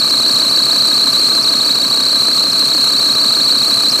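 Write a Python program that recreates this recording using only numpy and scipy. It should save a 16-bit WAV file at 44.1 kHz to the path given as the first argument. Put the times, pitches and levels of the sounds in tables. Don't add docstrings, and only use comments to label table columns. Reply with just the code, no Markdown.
import sys
import numpy as np
from scipy import signal
from scipy.fft import rfft, irfft
from scipy.io import wavfile
from scipy.ndimage import uniform_filter1d, minimum_filter1d

SR = 44100
rng = np.random.default_rng(int(sys.argv[2]) if len(sys.argv) > 2 else 0)


def inscribe(sig):
    pcm = np.round(np.clip(np.atleast_2d(sig).T, -1, 1) * 32767)
    wavfile.write(sys.argv[1], SR, pcm.astype(np.int16))


N = 176400
CYLINDERS = 5


def undb(db):
    return 10 ** (np.asarray(db) / 20)


def level(x, db):
    return x * undb(db) / np.sqrt(np.mean(x ** 2))


def colour(x, points):
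    hz, db = np.array(points).T
    bins_hz = np.fft.rfftfreq(N, 1 / SR)
    log_gain = np.log(undb(np.interp(np.log(bins_hz + 1), np.log(hz), db)))
    cepstrum = irfft(log_gain, N)
    cepstrum[1:N // 2] *= 2
    cepstrum[N // 2 + 1:] = 0
    return irfft(rfft(x) * np.exp(rfft(cepstrum)), N)


def band_noise(low_hz, high_hz):
    band = signal.butter(2, [low_hz, high_hz], "band", fs=SR, output="sos")
    return level(signal.sosfilt(band, rng.standard_normal(N)), 0)


def wander(top_hz):
    ratio = np.fft.rfftfreq(N, 1 / SR) / top_hz
    return level(irfft(rfft(rng.standard_normal(N)) / (1 + ratio ** 2), N), 0)


def repeating(turns, count):
    size = 32768
    partials = np.r_[0, np.exp(2j * np.pi * rng.random(count))]
    return level(np.interp(turns % 1 * size, np.arange(size), irfft(partials, size)), 0)


def clatter(firings, fresh):
    pattern = repeating(firings / CYLINDERS, count=1500)
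    return np.sqrt(1 - fresh) * pattern + np.sqrt(fresh) * rng.standard_normal(N)


def swell(place, width_s, firings, rate):
    age = ((firings - place + CYLINDERS / 2) % CYLINDERS - CYLINDERS / 2) / rate
    return np.exp(-(age / width_s) ** 2), age


def bay(x, t60_s=.04, tail_db=-17, panel_delay_s=.00492, panel_gain=.26):
    t = np.arange(4096) / SR
    tail = rng.standard_normal(len(t)) * undb(-60 * t / t60_s)
    response = undb(tail_db) * tail / np.linalg.norm(tail)
    response[0] = 1
    response[round(panel_delay_s * SR)] += panel_gain
    return signal.fftconvolve(x, response)[:N]


# (f/Hz, relative level/dB)
MOUNT_RESPONSE = [(20, -47), (55, -14), (85, -17), (125, -7.5), (190, 2.5), (245, 3.5), (300, 1),
                  (400, 0.5), (600, -15.5), (1500, -36)]
def drone(firings):
    return level(colour(clatter(firings, fresh=.74), MOUNT_RESPONSE), -35)


# (f/firing rate, level/dB)
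HUM_PARTIALS = [(3, -49), (4, -54.5), (8, -42.5), (9, -43.5), (16, -46), (17, -43.5), (20, -42), (21, -47)]
def hum(firings):
    out = np.zeros(N)
    for harmonic, db in HUM_PARTIALS:
        phase = 2 * np.pi * (round(harmonic) * firings + rng.random()) + .1 * wander(top_hz=8)
        out += undb(db) * np.sqrt(2) * np.sin(phase)
    return out


# (place in the cycle/firings, f/Hz, half length/s, level/dB)
GAS_BOOMS = [(0.083, 254, 0.0051, -25), (0.689, 384, .011, -40.5), (1.07, 258, .007, -36),
             (1.324, 141.5, 0.017, -33.5), (1.9, 232, 0.013, -32), (2.55, 245, 0.023, -41.5),
             (3.243, 333.4, 0.021, -36.5), (3.949, 289, 0.0099, -33)]
def exhaust(firings, rate, scatter_db=1, waver_rad=.35):
    out = np.zeros(N)
    for place, hz, half_length, db in GAS_BOOMS:
        envelope, age = swell(place, half_length, firings, rate)
        gain = np.sqrt(2) * undb(db + scatter_db * wander(top_hz=20))
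        phase = 2 * np.pi * (hz * age + rng.random()) + waver_rad * wander(top_hz=37)
        out += gain * envelope * np.sin(phase)
    return out


# (f/Hz, width/Hz, level/dB, loudness phase/firings, swing/dB)
COVER_MODES = [(670, 59, -41, 1, 3), (1162.6, 51, -37.5, 0.54, -0.5), (1259, 71, -36.5, 0.68, 1)]
def covers(firings):
    out = np.zeros(N)
    for hz, width, db, place, swing_db in COVER_MODES:
        pulse = undb(swing_db * np.cos(2 * np.pi * (firings - place)))
        out += level(band_noise(hz - width / 2, hz + width / 2) * pulse, db)
    return out


# (place in the cycle/firings, relative level/dB)
CYLINDER_KNOCKS = [(.68, -8), (1.53, 0), (2.55, -2.5), (3.54, 0.5), (4.55, 1.5)]
# (f/Hz, relative level/dB)
BLOCK_RESPONSE = [(150, -27), (300, -4), (420, -0.5), (600, -1.5), (670, -5), (760, -5), (950, 0),
                  (1170, 1.5), (1270, -2), (1400, -2.5), (1580, 1), (1750, -3.5), (1930, -14.5),
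                  (2150, -13.5), (2330, -7), (3000, -13.5), (4000, -14), (9000, -21.5)]
def block_knock(firings, rate, width_s=.0045, floor=.69):
    force = floor
    for place, db in CYLINDER_KNOCKS:
        blow, _ = swell(place, width_s, firings, rate)
        force += undb(db) * blow
    return level(colour(force * clatter(firings, fresh=.64), BLOCK_RESPONSE), -29)


def valve_ticks(firings, rate, decay_s=.0082):
    bursts = sum(np.exp(-((firings - place) % 1) / rate / decay_s) for place in (.097, .5))
    return level(bursts * undb(2 * wander(top_hz=50)) * rng.standard_normal(N), -28.5)


def belt_rub():
    return level(undb(2.5 * wander(top_hz=200)) * rng.standard_normal(N), -29)


# (f/Hz, gain/dB)
HISS_RESPONSE = [(1000, -21.5), (2500, 2), (3400, -7), (4700, 5), (5000, -1), (5300, 5.5), (6800, 2),
                 (8000, 6), (9300, 0.5), (10500, -1.5), (13000, -4.5), (15500, -6)]
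def hiss(firings, rate):
    return colour(valve_ticks(firings, rate) + belt_rub(), HISS_RESPONSE)


# (t/s, half length/s, change in tone level/dB, scratch level/dB)
BELT_SKIDS = [(0.099, 0.0047, -7, -21), (1.052, 0.0046, -9, -33), (1.117, .005, -13, -30),
              (1.428, 0.0055, -13, -18), (1.893, 0.0085, -8, -32), (2.518, 0.0046, -19, -22),
              (3.142, 0.018, -1.5, -40), (3.913, 0.0049, -21, -18), (3.973, 0.0036, -16, -40)]
def skids(t):
    dip_db, scratch = np.zeros(N), np.zeros(N)
    for at, half_length, drop_db, scratch_db in BELT_SKIDS:
        skid = np.exp(-((t - at) / half_length) ** 2)
        dip_db += drop_db * skid
        scratch += undb(scratch_db) * skid
    return dip_db, scratch


# (place/firings, pitch shift/Hz, relative level/dB)
BELT_SLIP = [(0, 0, 0), (.1, 255, 0), (.23, -85, 0), (.41, 225, .5), (.52, 215, 0), (.61, -160, -2),
             (.7, -345, -4.5), (.82, -135, 0), (.92, -120, 0)]
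# (f/Hz, relative level/dB)
PULLEY_RESPONSE = [(3000, 0), (3600, -4.5), (3850, 0.5), (4050, 2.5), (4450, 1), (4650, 0.5), (5000, -2.5),
                   (5500, -4), (7000, 9)]
def belt_squeal(t, firings, centre_hz=4182, pulley_turns_per_s=31.5, laps_per_s=4.445):
    place, shift_hz, slip_db = np.array(BELT_SLIP).T
    laps = laps_per_s * t
    crank_turns = 2 * (firings - 1.042) / CYLINDERS
    hz = centre_hz + np.interp(firings, place, shift_hz, period=1)
    hz += 59.2 * np.cos(2 * np.pi * crank_turns)
    hz += 53 * np.cos(2 * np.pi * pulley_turns_per_s * t)
    hz += 24.9 * np.sin(2 * np.pi * 7 * firings)
    hz += 64.6 * repeating(laps, count=13) + 59.4 * wander(top_hz=616)
    phase = 2 * np.pi * np.cumsum(hz) / SR

    dip_db, scratch = skids(t)
    db = dip_db + 1.12 * repeating(laps, count=9) + 1.5 * wander(top_hz=350)
    grip = undb(db + np.interp(firings, place, slip_db, period=1))
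    strain = undb(.98 * db + 5 * np.cos(2 * np.pi * (firings - .75)))
    rasp = 1 + undb(-25) * wander(top_hz=1990)

    tone = colour(grip * np.sin(phase) * rasp, PULLEY_RESPONSE)
    octave = strain * np.sin(2 * phase) * (1 + .16 * wander(top_hz=403))
    third_harmonic = grip * np.sin(3 * phase) * (1 + .66 * wander(top_hz=500))
    squeal = level(tone, -12) + level(octave, -31) + level(third_harmonic, -46)
    return squeal + scratch * band_noise(low_hz=4640, high_hz=5580)


# (t/s, firing rate/Hz)
IDLE_SPEED = [(0, 32.17), (1.2, 32.19), (1.9, 32.11), (2.5, 32.29), (3, 32.23), (4, 32.16)]
# (t/s, level/dB)
RUB_EFFORT = [(0, -0.5), (1, 0.5), (1.95, -.9), (2.7, 0), (3.3, 0), (4, 0)]
def scene():
    t = np.arange(N) / SR
    rate = np.interp(t, *np.array(IDLE_SPEED).T)
    firings = .055 + np.cumsum(rate) / SR
    effort = undb(np.interp(t, *np.array(RUB_EFFORT).T))
    belt_and_valves = bay(belt_squeal(t, firings)) + hiss(firings, rate)
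    engine = block_knock(firings, rate) + covers(firings) + drone(firings) + hum(firings)
    return (effort * belt_and_valves + engine + exhaust(firings, rate))[None]


def record(dry):
    ceiling, top_hz = .68, 15300
    needed_gain = ceiling / np.maximum(abs(dry), ceiling)
    gain = uniform_filter1d(minimum_filter1d(needed_gain, size=200), size=200)
    lowpass = signal.ellip(12, .1, 90, top_hz, fs=SR, output="sos")
    return signal.sosfilt(lowpass, dry * gain)


dry = scene()
out = record(dry)
inscribe(out)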